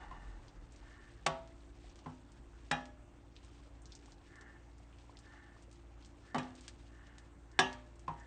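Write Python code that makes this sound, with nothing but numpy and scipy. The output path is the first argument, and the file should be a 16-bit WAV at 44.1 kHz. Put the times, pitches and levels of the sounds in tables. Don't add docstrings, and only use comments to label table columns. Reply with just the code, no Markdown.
import sys
import numpy as np
from scipy import signal
from scipy.io import wavfile

SR = 44100
rng = np.random.default_rng(int(sys.argv[2]) if len(sys.argv) > 2 else 0)


def wav_out(sig):
    wavfile.write(sys.argv[1], SR, np.round(np.clip(np.atleast_2d(sig).T, -1, 1) * 32767).astype(np.int16))


N = 364266

# time in seconds, ring in dB, clatter in dB before its common gain,
# contact corner in Hz (lower if softer), crack over clatter in dB, place.
KNOCKS = [(0.111, -42.5, -46.5, 1310, 5, "bottom edge"), (1.263, -14.5, -27, 3500, 12, "left wall"),
          (2.060, -33.5, -37, 1090, -22, "mid bottom"), (2.712, -20.5, -27.5, 3200, 5, "far wall"),
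          (6.345, -25, -29.5, 1490, 7, "near wall"), (6.358, -27, -28, 1180, -12, "near wall"),
          (6.381, -36, -37, 3840, 2, "far wall"), (7.590, -11, -21, 4000, 4, "rim"),
          (8.079, -28.5, -31.5, 1170, -22, "bottom edge")]
# time in seconds, reference level of its fine sounds in dB.
WETNESS = [(0.0, -100), (0.27, -70.5), (0.55, -73.5), (0.85, -67), (1.5, -70.5), (2.11, -68), (2.39, -76),
           (2.78, -66), (2.97, -85), (3.47, -68), (3.8, -76.5), (3.98, -65.5), (4.6, -76.5), (5.27, -67.5),
           (5.45, -72), (6.3, -72.5), (6.53, -66.5), (7.2, -75.5), (7.55, -84), (7.73, -73.5), (8.26, -70)]


def from_db(db):
    return 10 ** (np.asarray(db) / 20)


def rms_one(x):
    return x / np.sqrt(np.mean(x ** 2) + 1e-20)


def in_time(rows):
    s, *columns = np.transpose(rows)
    return [np.interp(np.arange(N) / SR, s, c) for c in columns]


def at_hz(points, hz):
    points_hz, values = np.array(points).T
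    return np.interp(np.log(hz), np.log(points_hz), values)


def drift(rate_hz):
    r = np.exp(-80 * np.pi * rate_hz / SR)
    noise = rng.standard_normal(N // 40 + 2002)
    slow = signal.lfilter([1], [1, -2 * r, r * r], noise)[2000:]
    return np.interp(np.arange(N) / 40, np.arange(len(slow)), rms_one(slow))


def ring(clicks, hz, t60_s):
    r, w = from_db(-60 / (t60_s * SR)), 2 * np.pi * hz / SR
    return signal.lfilter([0, np.sin(w)], [1, -2 * r * np.cos(w), r * r], clicks + 1e-18)


def fade(clicks, t60_s):
    return signal.lfilter([1], [1, -from_db(-60 / (t60_s * SR))], clicks + 1e-18)


def resonances(x, peaks):
    out = 0
    for k, (hz, width_hz, level_db) in enumerate(peaks):
        r = np.exp(-np.pi * width_hz / SR)
        b = (1 - r * r) / 2 * np.array([1, 0, -1])
        a = [1, -2 * r * np.cos(2 * np.pi * hz / SR), r * r]
        out = out + (-1) ** k * from_db(level_db) * signal.lfilter(b, a, x)
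    return rms_one(out)


def band_pass(x, low_hz, high_hz):
    return signal.sosfilt(signal.butter(2, [low_hz, high_hz], "band", fs=SR, output="sos"), x)


def bands():
    edges_hz = 22 * 2 ** np.arange(0, 9.1, 1 / 3)
    white = rng.standard_normal((2, N))
    for k, (low_hz, high_hz) in enumerate(zip(edges_hz, edges_hz[1:])):
        yield np.sqrt(low_hz * high_hz), band_pass(white[k % 2], low_hz, high_hz)


def blows(levels):
    clicks = np.zeros(N)
    clicks[[round(k[0] * SR) for k in KNOCKS]] = levels
    return clicks


def contact(hz):
    level_db, corner_hz = np.array([k[2:4] for k in KNOCKS]).T
    return from_db(level_db) / (1 + (hz / corner_hz) ** 2)


def grains(per_s, low_hz, high_hz, cycles, spread_db):
    sizes = from_db(spread_db * np.minimum(rng.exponential(1, N), 4)) * rng.choice([-1, 1], N)
    born = rng.random(N) < per_s * from_db(6.0 * drift(15)) / SR
    pitches_hz, dealt = np.geomspace(low_hz, high_hz, 18), rng.integers(0, 18, N)
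    return rms_one(sum(ring(sizes * born * (dealt == k), hz, cycles / hz)
                       for k, hz in enumerate(pitches_hz)))


def hum():
    # time in seconds, fundamental rms in dB.
    fundamental = [(0.0, -69), (0.41, -59), (1.03, -61.5), (1.7, -57.5), (2.02, -63), (2.42, -59.5),
                   (2.71, -55.5), (3.11, -63.5), (3.85, -56), (4.25, -68), (4.46, -60.5), (4.78, -57),
                   (5.41, -62.5), (5.96, -56), (6.42, -66), (6.76, -57), (7.41, -60), (8.07, -57)]
    # multiple of the shaft rate, mean rms level in dB.
    multiples = [(2, -71), (5, -71), (6, -72), (14, -87), (15, -88)]
    # time in seconds, level in dB before surges.
    ebb = [(0.0, -54), (1.3, -63), (4.1, -68.5), (4.6, -86), (5.0, -72.5), (8.26, -68)]
    # centre in Hz, width in Hz, rms in dB.
    drone_peak = (88, 4.1, -72.5)
    mean_shaft_hz, rumble_surge_db = 57.4, 3.0
    turn = 2 * np.pi * np.cumsum(mean_shaft_hz * (1 + 0.002155 * drift(1))) / SR
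    tone_db, = in_time(fundamental)
    lines = sum(from_db(level_db + 1.9 * drift(1)) * np.sin(round(k) * turn + k)
                for k, level_db in multiples)
    motor = np.sqrt(2) * (from_db(tone_db) * np.sin(turn) + lines)
    rumble = resonances(rng.standard_normal(N), [(46.0, 4.0, 0)])
    rumble_db = in_time(ebb)[0] + rumble_surge_db * drift(1.73)
    drone = from_db(drone_peak[2]) * resonances(rng.standard_normal(N), [drone_peak])
    return motor + from_db(rumble_db) * rumble + drone


def room_noise():
    # frequency in Hz, relative density in dB per Hz.
    spectrum = [(25, -6), (45, -7.5), (70, -3.5), (97, -3.5), (160, -10), (234, -10.5), (310, -10),
                (420, -16), (830, -18), (1500, -23), (2540, -30), (4500, -39), (5500, -41.5), (7000, -33),
                (9300, -41.5)]
    room_rms_db = -63
    room, together = 0, drift(7.8)
    for hz, noise in bands():
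        room = room + noise * from_db(at_hz(spectrum, hz) + 0.56 * together + 2.0 * drift(10))
    return from_db(room_rms_db) * rms_one(room)


def drag():
    # time of greatest pressure in seconds, length in seconds, peak level in dB,
    # hollow and wall levels against it in dB.
    strokes = [(0.03, 0.76, -64.5, 5, -1.5), (0.95, 0.5, -64, -15, -9.5), (4.40, 0.44, -61.5, -12, -10.5),
               (5.36, 0.48, -63.5, -9.5, -9.5), (6.31, 0.23, -65, -21, -18), (7.03, 0.5, -67, -14, -6.5),
               (7.57, 0.23, -68, -11, -6), (8.23, 0.28, -64, -9, -15)]
    # centre in Hz, width in Hz, relative level in dB.
    bottom, hollow, wall = [(1360, 190, -8), (1613, 113, -1.5), (1773, 51, 6), (2110, 160, -7.5)], [(844, 110, 0)], [(1128, 84, 6.5), (2905, 150, -2.5),
                                                            (3400, 260, -10.5)]
    rise_share, ends_db = 0.37, -19
    gains, t = np.zeros((3, N)), np.arange(N) / SR
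    for s, length_s, peak_db, hollow_db, wall_db in strokes:
        away = np.where(t < s, (s - t) / rise_share, (t - s) / (1 - rise_share)) / length_s
        level_db = peak_db + ends_db * np.minimum(away, 3) ** 2
        gains += from_db([level_db, level_db + hollow_db, level_db + wall_db])
    slip_sizes = from_db(2.7 * np.minimum(rng.exponential(1, N), 4)) * rng.choice([-1, 1], N)
    slips = (rng.random(N) < 1500 / SR) * slip_sizes
    friction = (rms_one(slips) + 1.2 * rng.standard_normal(N)) * from_db(1.6 * drift(40))
    return sum(gain * resonances(friction, body) for gain, body in zip(gains, [bottom, hollow, wall]))


def crackle():
    level_db = in_time(WETNESS)[0] - 4.0
    return from_db(level_db) * grains(1500, 2360, 9200, cycles=7.7, spread_db=-1.5)


def small_bubbles():
    level_db = in_time(WETNESS)[0] - 12
    return from_db(level_db) * grains(60, 600, 6000, cycles=30.0, spread_db=4)


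def pot_ring():
    places = ["left wall", "far wall", "rim", "near wall", "mid bottom", "bottom edge"]
    modes_hz = [97, 156, 253, 382, 538, 603, 662, 700, 750, 820, 937, 996, 1039, 1130, 1176, 1270, 1595,
                1650, 1696, 1760, 1933, 2450, 2600, 2790, 3011, 3280, 3560, 3828, 5290, 5626]
    # longest T60 in seconds, then dB for a blow at each place.
    modes = [(0.3, -51, -29.5, -33, -24, -14, -18), (0.2, -18.5, -13.5, -24, -12.5, -4, -8.5),
             (0.6, -33, -20, -27.5, -12.5, -13, -29.5), (0.29, -26.5, -58, -21.5, -26.5, -28.5, -29.5),
             (0.4, -27.5, -29, -30.5, -29, -30, -29.5), (1, -51, -32, -38.5, -49, -34, -51),
             (0.51, -20.5, -26.5, -42, -25, -36, -33), (0.29, -29, -52, -29, -18.5, -27, -40),
             (0.2, -22.5, -27, -19, -19, -23, -20), (0.33, -23, -10, -25, -15, -30, -16.5),
             (0.44, -26.5, -33, -27.5, -37, -24.5, -16.5), (0.3, -34, -45, -35, -26, -33, -18.5),
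             (0.09, -40, -38, -43, -13, -3.5, 0.5), (0.27, -21.5, -24, -23, -17.5, -26, -20),
             (0.44, -37, -32, -29, -22.5, -40, -35), (0.43, -36, -30.5, -35, -14.5, -27, -37),
             (0.23, -36, -23, -50, -32, -46, -48), (0.1, -30, -9.5, -13, -38, -43, -45),
             (0.5, -44, -24, -23.5, -29, -45, -37), (0.25, -30, -18, -24, -27, -57, -46),
             (0.21, -41, -20, -40, -30, -44, -48), (0.096, -33, -8, -46, -47, -50, -49),
             (0.042, -36, -54, -31, -38, -48, -59), (0.2, -29, -19, -20.5, -43, -53, -53),
             (0.71, -36, -37, -27, -21, -54, -48), (0.15, -39, -14.5, -40, -29, -43, -47),
             (0.12, -28, -35, -17.5, -31, -55, -50), (0.62, -56, -24, -25, -30, -52, -51),
             (0.2, -38, -26, -29, -41, -37, -49), (0.22, -43, -25, -20.5, -32, -41, -32)]
    twins_hz = {253: 265, 382: 398}
    twin_share, twin_life = 0.54, 0.55
    place = [places.index(k[5]) for k in KNOCKS]
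    force_db, _, corner_hz = np.array([k[1:4] for k in KNOCKS]).T
    signs, out = rng.choice([-1, 1], (len(modes), len(places))), 0
    for hz, (t60_s, *place_dbs), sign in zip(modes_hz, modes, signs):
        strength = from_db(force_db + np.array(place_dbs)[place]) * sign[place]
        hit = blows(strength / (1 + (hz / 2 / corner_hz) ** 4))
        t60_s = min(t60_s, 750 / hz)
        mode = ring(hit, hz, t60_s) - ring(hit, hz, 9.8 / hz)
        if hz in twins_hz:
            mode += twin_share * ring(hit, twins_hz[hz], twin_life * t60_s)
        rough = min((hz / 2600) ** 1.4, .92)
        out = out + mode * (np.sqrt(1 - rough ** 2) + rough * drift(hz / 80))
    return out


def wall_shimmer():
    # frequency in Hz, strength against the blow in dB.
    spectrum = [(700, -24), (1200, -21.5), (2000, -27.5), (3000, -27.5), (4000, -31), (5000, -36),
                (6000, -25), (9000, -33)]
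    # frequency in Hz, T60 in seconds before each mode's random factor.
    t60s = [(700, 0.31), (2000, 0.22), (4000, 0.31), (6000, 0.26), (9000, 0.15)]
    pitches_hz = 700 + 8600 * rng.random(200) ** 1.4
    strengths = rng.standard_normal((len(KNOCKS), 200)).T
    lives = from_db(2.0 * rng.standard_normal(200))
    out = 0
    for hz, size, life in zip(pitches_hz, strengths, lives):
        hit = blows(contact(hz) * size * from_db(at_hz(spectrum, hz)))
        out = out + ring(hit, hz, life * at_hz(t60s, hz))
    return out


def clatter():
    # frequency in Hz, relative level in dB.
    spectrum = [(120, -10.5), (300, -5), (800, -1), (1800, 1), (3500, 0), (6000, -1.5), (9000, 2.5)]
    # frequency in Hz, T60 in seconds.
    clatter_t60s, kitchen_t60s = [(120, 0.45), (800, 0.039), (3000, 0.041), (9000, 0.058)], [(120, 0.91), (700, 0.59), (2000, 0.55), (5000, 0.42),
                                                       (9000, 0.38)]
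    kitchen_db, common_gain_db = -16.5, 5
    knocks, sharp = 0, blows(from_db([k[4] for k in KNOCKS]))
    for hz, noise in bands():
        hit = blows(contact(hz) * from_db(at_hz(spectrum, max(hz, 60)))) * (hz > 70)
        crack = (fade(hit * sharp, 0.03) - fade(hit * sharp, 0.011)) * (hz > 600)
        rattle = fade(hit, at_hz(clatter_t60s, hz)) - fade(hit, 0.005)
        tail = fade(hit, at_hz(kitchen_t60s, hz)) - fade(hit, 0.29)
        knocks = knocks + noise * (crack + rattle + from_db(kitchen_db) * tail)
    return from_db(common_gain_db) * knocks


def plops():
    # start in seconds, initial level in dB, resting pitch in Hz.
    pockets = [(0.394, -54, 1030), (1.842, -52, 740), (2.023, -57, 869), (3.6, -59, 1090),
               (4.082, -54, 1190), (4.801, -57, 751), (5.04, -56, 1040), (5.095, -47.5, 1050),
               (5.338, -54, 870), (5.565, -53, 1190), (5.68, -54.5, 546), (7.071, -61, 575)]
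    out, t = np.zeros(N + 2048), np.arange(2048) / SR
    for s, peak_db, hz in pockets:
        turn = 2 * np.pi * np.cumsum(hz * (1 - 0.72 * np.exp(-t / 0.00082))) / SR
        level_db = peak_db - 60 * t * hz / 30
        out[round(s * SR):][:2048] += from_db(level_db) * np.sin(turn)
    return out[:N]


def smacks():
    # start in seconds, peak in dB, centre in Hz, width in octaves before limits.
    snaps = [(0.4823, -47.5, 4370, 0.96), (0.722, -50, 6600, 0.69), (0.7613, -51, 5340, 0.75),
             (1.4754, -47.5, 2830, 2.8), (1.8978, -54, 5980, 0.46), (1.9579, -41, 2930, 6.9),
             (1.9907, -46.5, 3850, 1.3), (2.3193, -46, 8090, 2.3), (2.8559, -41.5, 2400, 3.2),
             (3.3648, -44, 3400, 0.88), (3.4477, -46.5, 3700, 3), (3.8195, -47, 8590, 0.61),
             (3.8567, -44, 5070, 0.83), (3.921, -43, 4360, 0.72), (3.952, -40, 5800, 0.67),
             (4.0588, -45.5, 3110, 2.6), (4.121, -46, 5020, 0.84), (4.357, -42.5, 2630, 5.3),
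             (4.4114, -43.5, 4900, 1.4), (4.782, -49.5, 7340, 1.3), (4.928, -55.5, 2850, 0.54),
             (4.986, -50, 2850, 1.8), (5.1707, -43.5, 3800, 0.94), (5.1896, -45.5, 6180, 0.98),
             (5.624, -47, 8670, 1.2), (5.714, -45.5, 6200, 2.4), (5.7284, -45.5, 6240, 1.6),
             (6.0252, -52, 3740, 0.81), (6.0483, -46, 4070, 1.3), (6.0594, -43, 8460, 2),
             (6.4313, -43, 3350, 1.3), (6.553, -45, 5170, 1.5), (6.6097, -41, 5640, 1.5),
             (6.6803, -31, 3240, 2.5), (7.0701, -50, 3040, 2.2), (7.1831, -40, 3330, 2.6),
             (7.5158, -51, 5400, 0.93), (7.729, -36.5, 2780, 2.7), (7.9573, -52, 6800, 1.2),
             (7.9948, -46, 7200, 0.91), (8.199, -51.5, 6350, 0.51)]
    echo_t60_s = 0.091
    out, t = np.zeros(N + 2048), np.arange(2048) / SR
    for (s, peak_db, hz, octaves), noise in zip(snaps, rng.standard_normal((len(snaps), 2048))):
        burst = 0.11 * noise * from_db(-60 * t / echo_t60_s)
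        burst[0] += 1.6
        half = 2 ** (max(octaves, .3) / 2)
        burst = band_pass(burst, hz / half, min(hz * half, 12000))
        out[round(s * SR):][:2048] += from_db(peak_db) * burst / np.abs(burst).max()
    return out[:N]


def scene():
    knocks = pot_ring() + wall_shimmer() + clatter()
    rice = smacks() + plops() + crackle() + small_bubbles()
    return (knocks + rice + drag() + hum() + room_noise())[None]


def record(dry):
    cutoff_hz, converter_db = 9750, -99
    cut = signal.sosfilt(signal.cheby2(14, 56, cutoff_hz, fs=SR, output="sos"), dry)
    hiss = signal.lfilter([1, .35], [1], rng.standard_normal(dry.shape))
    return cut + from_db(converter_db) * hiss


dry = scene()
out = record(dry)
wav_out(out)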